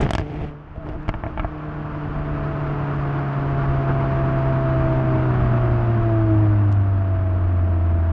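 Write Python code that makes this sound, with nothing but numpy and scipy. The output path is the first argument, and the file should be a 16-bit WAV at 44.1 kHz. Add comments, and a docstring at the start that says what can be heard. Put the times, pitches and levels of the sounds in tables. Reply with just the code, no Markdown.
"""The exhaust note of a moving car, heard close behind its tailpipes, is a sum of engine orders in resonance.
Stabs of throttle open the scene: rasping pulse trains that crackle and cut off.
Unburnt fuel pops in the hot exhaust as shock trains that set damped modes ringing.
The revs then sink slowly, sliding the orders through the pipe's standing waves.
Filtered noise makes the gas roar, wind and tyres; thuds, hollow hum and ticks of grit lie around them."""
import sys
import numpy as np
from scipy import signal
from scipy.fft import rfft, irfft, next_fast_len
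from scipy.io import wavfile

SR = 44100
rng = np.random.default_rng(int(sys.argv[2]) if len(sys.argv) > 2 else 0)


def inscribe(sig):
    """Save sig as 16-bit PCM at rate SR to the path in sys.argv[1].

    A 1-D sig is mono; a 2-D sig holds one channel per row.
    Samples are clipped to [-1, 1] before scaling.
    """
    pcm = np.round(np.clip(np.atleast_2d(sig).T, -1, 1) * 32767)
    wavfile.write(sys.argv[1], SR, pcm.astype(np.int16))


N = 358091
TIME = np.arange(N) / SR
FFT_SIZE = next_fast_len(N, True)
BINS = np.fft.rfftfreq(FFT_SIZE, 1 / SR)  # Hz


def amp(db):
    """Decibel law: 20 dB is a factor of ten in amplitude."""
    return 10 ** (np.asarray(db) / 20)


def unit(x):
    """Normalisation: scales a signal to rms 1."""
    return x / np.sqrt(np.mean(x ** 2) + 1e-20)


def curve(rows):
    """Linear interpolation: joins a table by straight lines in time."""
    return np.interp(TIME, *np.transpose(rows))


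def read(points, hz):
    """Interpolation over log frequency: gain at the given frequencies from a short spectrum in dB."""
    at, db = np.transpose(points)
    return amp(np.interp(np.log(hz + 1), np.log(at), db))


def colour(x, gain):
    """Linear filtering: multiplies the spectrum by a gain per frequency, then scales to rms 1."""
    return unit(irfft(rfft(x, FFT_SIZE) * gain, FFT_SIZE)[:N])


def noise():
    """White noise: equal mean power at every frequency."""
    return rng.standard_normal(N)


def drift(rate_hz):
    """Slow random modulation: noise of rms 1 whose spectrum falls as a Gaussian in frequency."""
    return colour(noise(), np.exp(-(BINS / rate_hz) ** 2))


def puffs(turns, depth):
    """Amplitude modulation: turbulence that surges with each firing."""
    return noise() * (1 + depth * np.cos(2 * np.pi * turns))


def swells(rows):
    """Smooth envelopes: each row swells about its middle and fades."""
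    return sum(amp(db) * np.exp(-abs((TIME - middle) / half) ** 3) for middle, half, db in rows)


def modes(table, t):
    """Modal decay: sines that each fall 60 dB in their t60."""
    return sum(amp(db - 60 * t / t60) * np.sin(2 * np.pi * hz * t) for hz, db, t60 in table)


def swing(t, hz, cycles=0.44, onset_cycles=0.088):
    """Damped oscillation: a slug of gas swings in and out a time or two."""
    turns = hz * t
    onset = 1 - np.exp(-(turns / onset_cycles) ** 2)
    return -np.sin(2 * np.pi * turns) * np.exp(-turns / cycles) * onset


def bell(x, hz, width_hz, db):
    """Resonant equalisation: raises or lowers one band of a sound."""
    numerator, denominator = signal.iirpeak(hz, hz / width_hz, fs=SR)
    return x + (amp(db) - 1) * signal.lfilter(numerator, denominator, x)


def add(mix, s, sound):
    """Superposition: mixes a sound in at time s."""
    part = mix[max(round(s * SR), 0):][:len(sound)]
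    part += sound[:len(part)]


# Air buffeting the mount. Each row: time in seconds, level in dB before the common lift and gusts.
WIND = [(0, -21), (.17, -54), (.4, -35.5), (.6, -56), (.94, -33.5), (1.03, -48), (1.3, -40.5), (1.65, -45),
        (2.15, -36), (2.5, -36.5), (2.75, -40), (3.3, -44.5), (3.55, -33.5), (4.3, -34.5), (5.7, -32),
        (6.3, -34.5), (8.12, -37.5)]
# Spectrum of the wind. Each row: frequency in Hz, relative gain in dB.
BUFFET_SPECTRUM = [(10, -15), (25, -1.5), (45, -3), (80, -3), (130, -10.5), (250, -17.5), (600, -45.5),
                   (2000, -92)]
# Spectrum of the tyre wash. Each row: frequency in Hz, relative gain in dB.
TYRE_SPECTRUM = [(20, -4.5), (60, 1.5), (200, -18), (500, -18.5), (1000, -20.5), (2000, -31.5), (3000, -35),
                 (4000, -50), (6000, -57.5), (9000, -72), (16000, -80)]


def road(wind_lift_db=6.0, tyres_db=-45):
    """Broadband turbulence: lumpy wind under the bumper over the steady wash of the tyres."""
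    gusts_db = 1.6 * drift(10)
    wind_level = amp(curve(WIND) + wind_lift_db + gusts_db)
    wind = wind_level * colour(noise(), read(BUFFET_SPECTRUM, BINS))
    return wind + amp(tyres_db) * colour(noise(), read(TYRE_SPECTRUM, BINS))


# Hum stirred up under the car. Each row: time in seconds, level in dB.
HOLLOW = [(0, -60), (.7, -60.5), (2, -48), (4, -46.5), (5.2, -35.5), (6.3, -37), (7.2, -41.5),
          (8.12, -45.5)]


def hollow(hz=213, width_hz=24):
    """Resonance: turbulence rings one low mode as a hollow hum."""
    resonance = 1 / (1 + (2 * (BINS - hz) / width_hz) ** 2)
    return amp(curve(HOLLOW)) * colour(noise(), resonance)


# Ticks of grit on the bodywork. Each row: time in seconds, level in dB before the low-pass filter.
GRIT = [(0.0386, -29), (1.022, -47), (1.031, -44), (2.9640, -38), (3.5100, -39), (6.7182, -31.5),
        (6.7265, -24.5)]


def grit(decay_s=0.00012, top_hz=7800):
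    """Impulsive excitation: tiny dry ticks that decay with no ring."""
    out, t = np.zeros(N), np.arange(SR // 100) / SR
    low_pass = signal.butter(6, min(top_hz, SR / 3), fs=SR, output="sos")
    tick = signal.sosfilt(low_pass, np.exp(-t / decay_s))
    for s, db in GRIT:
        add(out, s, amp(db) * tick)
    return out


# Soft low thuds under the car. Each row: start in seconds, level in dB, swing rate in Hz.
THUDS = [(0.708, -25.5, 70), (0.778, -14, 85), (0.993, -29, 55), (1.683, -17, 80), (2.53, -15, 69.5),
         (2.834, -17, 110), (3.888, -18, 109), (4.179, -21, 45.2), (4.346, -16, 39.7)]


def thuds():
    """Damped oscillation: low swings of air with no crack."""
    out, t = np.zeros(N), np.arange(SR // 6) / SR
    for s, db, hz in THUDS:
        add(out, s, amp(db) * swing(t, hz, cycles=0.37))
    return out


# Brief tones of the pipe. Each row: middle in seconds, half length in seconds, level in dB.
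SINGING = [(0.825, .06, -44), (0.945, .03, -42)]


def singing(hz=647, wander=0.013, flutter=.3):
    """Standing wave: one pipe mode sounds on its own, unsteady in pitch and level."""
    turns = np.cumsum(hz * (1 + wander * drift(25))) / SR
    tone = np.sqrt(2) * np.cos(2 * np.pi * turns)
    return swells(SINGING) * (1 + flutter * drift(40)) * tone


# Standing waves of the exhaust. Each row: frequency in Hz, width in Hz, peak gain in dB above no base.
PIPE = [(210, 55, -23), (323, 28.5, -3), (381, 11, -30.5), (436, 32, -28), (661, 49.4, -2.5),
        (936, 64, -30.5)]


def pipe(hz, between_db=-26):
    """Resonance: gain of the exhaust, narrow standing waves added to a weak base."""
    peaks = sum(amp(db) / (1 + (2 * (hz - centre) / width) ** 2) for centre, width, db in PIPE)
    return amp(between_db) + peaks


# Fuel smouldering in the silencer. Each row: middle in seconds, half length in seconds, level in dB.
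BURBLE = [(0.772, 0.02, -42), (0.918, 0.075, -36), (1.28, 0.042, -36.5), (1.45, 0.051, -43)]


def smoulder():
    """Source strength: the envelope of burning in the silencer."""
    return swells(BURBLE)


def burble(turns, flicker_db=3.0, top_hz=1100):
    """Combustion noise: a flickering flame rings the standing waves of the pipe."""
    flame = puffs(turns, depth=0.47) * amp(flicker_db * drift(44))
    gain = pipe(BINS, between_db=-11.5) / (1 + (BINS / top_hz) ** 3)
    return smoulder() * colour(flame, gain)


# Share of the shock that the pipe end sends back (0-1), before each pop's own ringing factor.
BOUNCE = .58


def shock_train(t, shock_s=0.0011, bounce=BOUNCE, trip_s=0.00062, scatter=0.13, count=6):
    """Multiple reflection: a shock bounces along the tailpipe, weaker and rounder at each return."""
    trips_s = trip_s * (1 + 2 * scatter * (rng.random(count) - .5))
    arrivals = np.cumsum(np.r_[0, trips_s])
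    train = np.zeros(len(t))
    for k, at in enumerate(arrivals):
        age = np.maximum(t - at, 0)
        rise = 1 - np.exp(-age * SR / (1 + k))
        train += bounce ** k * rise * (1 - age / shock_s) * np.exp(-age / shock_s)
    return train


# Fuel igniting in the exhaust. Each row: start in seconds, relative crack level in dB, low-pass limit in Hz,
# mean round trip of the shock in seconds, ringing factor, relative thump level in dB, swing of the gas in Hz,
# favoured frequency in Hz, its boost in dB (a negative boost is a cut).
POPS = [(0.0095, -17.5, 1200, 0.0015, 0.82, -6, 500, 600, 3),
        (0.013, -30, 2600, 0.00089, 0.91, -26, 100, 2000, 4),
        (0.0207, -16, 2200, 0.0012, 1.1, -24, 170, 700, 7),
        (0.0298, -14, 3800, 0.00051, 0.87, -9, 151, 3200, 7),
        (0.0347, -17, 2800, 0.00094, 1, -26, 90, 1900, 3),
        (0.0487, -23, 3000, 0.0014, 0.81, -18, 65, 900, -4),
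        (0.0648, -9.5, 2300, .001, 0.7, -27, 60, 1600, 6), (0.07, -22, 2200, .001, .8, -32, 70, 1300, 2),
        (0.091, -9, 4600, 0.00062, 0.63, -14.5, 65, 1000, 3),
        (0.1075, -3, 8850, 0.00101, 0.64, -32, 52, 703, 8),
        (0.1344, -7, 9450, 0.00059, 0.93, -16, 50, 3150, 10),
        (0.1518, -5, 8000, 0.0012, 1.07, -21, 50, 4900, 5),
        (0.1827, -8, 7040, 0.00098, 0.95, -15, 65, 1650, 7),
        (0.196, -18, 4600, 0.0005, 1.6, -11, 86.6, 402, 17),
        (0.2085, -20, 5500, 0.00061, 0.83, -30, 80, 400, 9),
        (0.215, -18, 3400, 0.00056, 1, -16.5, 65, 450, 14),
        (0.418, -23, 3600, 0.00095, .8, -22, 91, 1400, 1),
        (0.889, -24, 5500, .0007, 0.98, -29, 70, 400, 17), (0.896, -25, 3000, 0.0014, 1, -19, 25, 480, 3),
        (0.924, -37, 6000, .0007, .8, -24, 60, 910, 3), (0.936, -39, 5500, .0007, .8, -23, 40, 400, 2),
        (0.959, -26, 1200, 0.00085, 1.6, -30, 70, 343, 15),
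        (1.081, -20, 3300, 0.00047, 1.6, -11, 34.5, 1300, 11),
        (1.0913, -3, 3050, 0.00088, 0.79, -24, 69.4, 2700, 4),
        (1.1404, -15, 2900, 0.0011, 1.45, -35, 61, 480, -3),
        (1.15, -28, 1200, .0014, 2.7, -15.5, 52, 480, 9),
        (1.237, -12.5, 2330, 0.0011, 1.23, -21, 40, 700, 7.5),
        (1.256, -19, 1510, 0.0019, 1, -18, 60, 650, 4), (1.2647, -14.5, 2290, .0014, 1.07, -18, 55, 650, 8),
        (1.3755, -16.5, 2830, 0.0013, 1.8, -24, 42, 880, 7),
        (1.3959, -11.5, 3320, 0.00084, 1.1, -17.5, 38, 1310, 13),
        (1.3972, -21.5, 3000, 0.00032, 1.4, -32, 38.2, 2300, 16.5),
        (1.435, -23, 2600, 0.001, 1.2, -29, 50, 2200, 3),
        (1.4461, -10.5, 1900, 0.0015, 1.24, -18, 37.7, 710, 5.5)]
# Low modes a pop sets ringing. Each row: frequency in Hz and t60 in seconds around level in dB, in the order
# frequency, level, t60; heat scales the frequency, and the ringing factor the t60.
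THUMP_MODES = [(114.5, -9.5, 0.067), (202, -22.5, 0.085), (330, -10, 0.034)]
# Higher modes a pop sets ringing, scaled likewise. Each row: frequency in Hz, level in dB, t60 in seconds.
RING_MODES = [(657, -8, 0.038), (857, -5, 0.012), (1120, -17.5, 0.027), (1340, -21, 0.044),
              (1680, -14.5, 0.013), (2224, -20.5, 0.026), (2800, -18, 0.011), (3100, -27, 0.015),
              (4820, -26.5, 0.015)]
# Gaps between the resonances of a pop. Each row: frequency in Hz, width in Hz, gain in dB.
GAPS = [(504, 126, -9.5), (3970, 420, -10)]


def pops(sizzle=0.084, sizzle_s=0.003, clatter=.45, clatter_s=0.0064, clatter_hz=2600,
         favoured_width=0.11, crack_db=-6.5, thump_db=2, hiss_db=-17, hiss_s=0.0044):
    """Shock excitation: a shock train rings modes, sizzles and clatters; gas swings back and hisses."""
    out, t = np.zeros(N), np.arange(SR // 6) / SR
    underbody = signal.butter(2, [600, clatter_hz], "band", fs=SR, output="sos")
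    mouth = signal.butter(3, [3000, 7500], "band", fs=SR, output="sos")
    for s, db, bright_hz, trip_s, length, low_db, swing_hz, favoured_hz, boost_db in POPS:
        flame, echoes, jet = rng.standard_normal((3, len(t)))
        heat = 1 + 0.04 * (rng.random() - .5)  # hotter gas rings higher
        heated = [(hz * heat, level, t60 * length) for hz, level, t60 in THUMP_MODES + RING_MODES]
        burst = shock_train(t, bounce=min(BOUNCE * length, .85), trip_s=trip_s)
        burst += length * modes(heated, t)
        burst += sizzle * flame * np.exp(-t / sizzle_s)
        dying_echoes = echoes * np.exp(-t / (clatter_s * length))
        burst += clatter * signal.sosfilt(underbody, dying_echoes)
        for band in GAPS + [(favoured_hz, favoured_hz * favoured_width, boost_db)]:
            burst = bell(burst, *band)
        muffler = signal.butter(5, min(bright_hz, SR / 3), fs=SR, output="sos")
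        crack = amp(db + crack_db) * signal.sosfilt(muffler, burst)
        thump = amp(low_db + thump_db) * swing(t, swing_hz)
        hiss = signal.sosfilt(mouth, jet) * t / hiss_s * np.exp(1 - t / hiss_s)
        hiss_level = amp(hiss_db + 3 * low_db)  # grows with the cube of the swing
        add(out, s, crack + thump + hiss_level * hiss)
    return out


# Release of a stab in dB per second: the rasp dies quickly and the loaded tones linger.
RASP_RELEASE, TONE_RELEASE = 185, 62
# Stabs of throttle. Each row: start in seconds, rise in seconds, time from start to release in seconds,
# level in dB.
THROTTLE = [(0, 0.001, 0.045, -21), (0.172, 0.19, 0.28, -30.7)]


def throttle(release=RASP_RELEASE):
    """Attack and exponential release: each stab swells, holds and dies away."""
    total = np.zeros(N)
    for s, rise, length, db in THROTTLE:
        swell = np.sqrt(np.clip((TIME - s) / (abs(rise) + 1 / SR), 0, 1))
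        total += swell * amp(db - release * np.maximum(TIME - s - length, 0))
    return total


def crackle(snaps_per_s=220, throttle_db=-15, smoulder_db=-23, spread_db=4, top_hz=3500):
    """Random impulses: small snaps ring the tailpipe under throttle and while fuel smoulders."""
    t = np.arange(SR // 20) / SR
    sizes = amp(spread_db * np.minimum(rng.exponential(1, N), 2))
    snaps = (rng.random(N) < snaps_per_s / SR) * sizes
    low_pass = signal.butter(2, min(top_hz, SR / 3), fs=SR, output="sos")
    snap = signal.sosfilt(low_pass, shock_train(t) + modes(RING_MODES, t))
    strength = amp(throttle_db) * throttle() + amp(smoulder_db) * smoulder()
    return strength * unit(signal.oaconvolve(snaps, snap)[:N])


def ripple(ripple_db=2.0, from_hz=2500, count=24):
    """Comb interference: late silencer echoes make many narrow peaks, strongest in the treble."""
    delays_s = rng.uniform(.004, .025, count)
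    hz = np.arange(0, SR / 2, 2)
    comb = unit(sum(np.cos(2 * np.pi * hz * delay) for delay in delays_s))
    treble = BINS ** 2 / (BINS ** 2 + from_hz ** 2)
    return amp(ripple_db * np.interp(BINS, hz, comb) * treble)


# Gas streaming from the pipes, driving note, overtones and roar. Each row: time in seconds, strength in dB.
FLOW = [(0, -71), (.4, -50.5), (.64, -52.5), (.85, -48), (1.2, -44.5), (1.65, -41.5), (2.6, -36.5),
        (3.9, -34.5), (5.55, -34.5), (6.6, -39.5), (6.85, -42), (8.12, -42.5)]


def flow():
    """Source strength: the amplitude of the gas stream."""
    return amp(curve(FLOW))


# The firing drops out or dips. Each row: middle in seconds, half length in seconds, gain change in dB.
CUTS = [(0.13, 0.074, -24), (0.71, 0.057, -6.5), (1.139, 0.025, -7), (1.21, 0.063, -7), (1.334, 0.045, -5),
        (1.488, 0.031, -6.5)]


def ignition():
    """Gating: gain of the firings, near 1 except while they drop out."""
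    return amp(sum(depth_db * np.exp(-((TIME - middle) / half) ** 4) for middle, half, depth_db in CUTS))


# Spectrum of the gas before the pipe colours it. Each row: frequency in Hz, relative gain in dB.
ROAR_SPECTRUM = [(60, 7.5), (130, 8), (260, 4), (400, 2.5), (540, -2.5), (800, 0), (1150, 3), (1500, -1.5),
                 (2000, -11), (2750, -16.5), (3800, -29.5), (5000, -34.5), (5600, -40.5), (7000, -46.5),
                 (10000, -73)]
# Brief surges of the roar's body. Each row: middle in seconds, half length in seconds, boost in dB.
SURGES = [(2.86, 0.023, 2), (3.902, 0.016, 5.5)]


def roar(turns, level_db=6, throttle_db=-21, ring=1.8, flutter_db=0.66, cut_share=.1, surge_hz=1700):
    """Jet noise: streaming gas, partly coloured by pipe resonance, flutters in the slipstream."""
    gain = read(ROAR_SPECTRUM, BINS) * ripple() * np.sqrt(1 + ring * pipe(BINS))
    gas = colour(puffs(turns, depth=0.061), gain)
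    surge = amp(sum(db * np.exp(-((TIME - middle) / half) ** 2) for middle, half, db in SURGES))
    body = colour(gas, 1 / (1 + (BINS / surge_hz) ** 4))
    gas = gas + (surge - 1) * body
    strength = np.hypot(flow() * ignition() ** cut_share, amp(throttle_db) * throttle())
    return strength * amp(level_db + flutter_db * drift(45)) * gas


# Spectrum of the rasp under throttle. Each row: frequency in Hz, relative gain in dB.
RASP_SPECTRUM = [(30, -6), (130, 7), (260, 0.5), (400, 1), (560, -8.5), (740, -3), (1100, -24),
                 (2000, -18.5), (2600, -21), (3300, -26.5), (3700, -35), (6000, -42.5), (9000, -57),
                 (14000, -80)]


def rasp(turns, rough=.6, surge=.75, uneven=1.0, level_db=0.0, count=40):
    """Harmonic series plus turbulence: each firing is a pulse smeared in phase and a puff of gas."""
    pulses = sum(np.cos(2 * np.pi * (k * turns + rng.random())) / k ** 0.048 for k in range(1, count))
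    pulses = pulses * (1 + uneven * drift(77))
    gas = colour(puffs(turns, depth=surge), BINS < SR / 4)
    drive = (1 - rough) * unit(pulses) + rough * gas
    return amp(level_db) * throttle() * colour(drive, read(RASP_SPECTRUM, BINS) * ripple())


# Revs between which the order levels are blended, in firings per second.
LOW_REVS, HIGH_REVS = 95, 135
# Fractional orders are silent until this start, then rise over this time, in seconds.
UNEVEN_FROM_S, UNEVEN_RISE_S = 1.35, .2
# Uneven cylinders add half and quarter orders. Each row: multiple of the firing rate, level in dB at high
# revs, level in dB at low revs, both before the pipe's gain.
ORDERS = [(2.0, 1.5, -2), (2.25, -15, -18), (2.5, -9, -9), (2.75, -27, -26), (3.0, 1.5, 0.5),
          (3.5, -13.5, -11.5), (3.75, -15.5, -11), (4.0, -7.5, -10.5), (4.25, -22.5, -19),
          (4.5, -13.5, -14.5), (5.0, -7.5, -7.5), (5.5, -10.5, -15.5), (6.0, -8, -8), (6.25, -19.5, -21),
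          (6.5, -17.5, -18.5), (7.0, -7, -9), (7.25, -24.5, -26.5), (7.5, -11.5, -12), (7.75, -19.5, -24),
          (8.0, -9.5, -10), (8.5, -21, -18.5), (9.0, -16, -11), (9.5, -13.5, -16)]
# Whole orders of even firing under throttle. Each row: multiple of the firing rate, dB above the throttle.
LOADED = [(1, -13.5), (2, -12), (3, -18.5), (4, -18), (5, -24), (6, -27)]
# The note booms as it sinks into the exhaust's lowest range. Each row: frequency in Hz, dB above the flow.
BOOM = [(82, 25), (90, 24.5), (95.5, 22), (100, 25), (106, 22.5), (115, 17), (138, 12.5), (154, 7.5)]
# Overtones come forward as revs sink. Each row: firings per second, drive in dB above the flow.
OVERTONES = [(82, 18), (128, 17), (138, 15), (146, 14), (154, 13.5)]


def drone(rate, turns, waver=0.0098, overtone_waver=0.12, loaded_waver=.28, smoulder_db=3):
    """Engine orders in resonance: each overtone swells as it slides through a standing wave."""
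    note = flow() * read(BOOM, rate) * (1 + waver * drift(44)) * np.cos(2 * np.pi * turns)
    overtones = np.zeros(N)
    unsteady = [1 + overtone_waver * drift(14) for _ in range(4)]  # shared among the orders in turn
    revs = np.clip((rate - LOW_REVS) / (HIGH_REVS - LOW_REVS), 0, 1)
    uneven = np.clip((TIME - UNEVEN_FROM_S) / UNEVEN_RISE_S, 0, 1)
    for i, (k, high_db, low_db) in enumerate(ORDERS):
        level = amp(low_db + (high_db - low_db) * revs) * pipe(k * rate)
        set_in = uneven if k % 1 else 1
        order = np.cos(2 * np.pi * (k * turns + rng.random()))
        overtones += set_in * level * unsteady[i % len(unsteady)] * order
    drive = np.hypot(flow() * read(OVERTONES, rate), amp(smoulder_db) * smoulder())
    loaded = np.zeros(N)
    for k, db in LOADED:
        order = np.cos(2 * np.pi * (k * turns + rng.random()))
        loaded += amp(db) * (1 + loaded_waver * drift(35)) * order
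    loaded *= throttle(TONE_RELEASE)
    return np.sqrt(2) * ignition() * (note + drive * overtones + loaded)


# Engine speed before a slight random wander. Each row: time in seconds, firings per second.
FIRING = [(0, 138), (.2, 147), (.4, 150), (.55, 147), (.9, 151.7), (1.45, 153.4), (1.85, 149.4),
          (2.4, 146.3), (3, 141.2), (3.75, 135.9), (4.6, 132.7), (5.12, 128.7), (6, 113.5), (6.9, 97.4),
          (8.12, 82.3)]


def scene():
    """Superposition: one firing phase times drone, rasp, roar and burble; the rest is independent."""
    rate = curve(FIRING) * (1 + 0.00085 * drift(11.2))
    turns = np.cumsum(rate) / SR  # firings so far
    background = road() + hollow() + grit() + thuds()
    fuel = singing() + burble(turns) + pops() + crackle()
    engine = roar(turns) + rasp(turns) + drone(rate, turns)
    return (background + fuel + engine)[None]


def record(dry, ceiling=0.6, edge_hz=15000):
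    """Band limiting and soft saturation: the microphone drops deep rumble, rounds peaks and cuts treble."""
    dry = signal.sosfilt(signal.butter(2, 18, "high", fs=SR, output="sos"), dry)
    dry = dry / (1 + (dry / ceiling) ** 8) ** (1 / 8)
    dry = dry * signal.windows.tukey(N, .001)  # soft ends
    low_pass = signal.firwin(255, edge_hz, window=("kaiser", 9), fs=SR)
    return signal.oaconvolve(dry, low_pass[None], "same")


dry = scene()
out = record(dry)
inscribe(out)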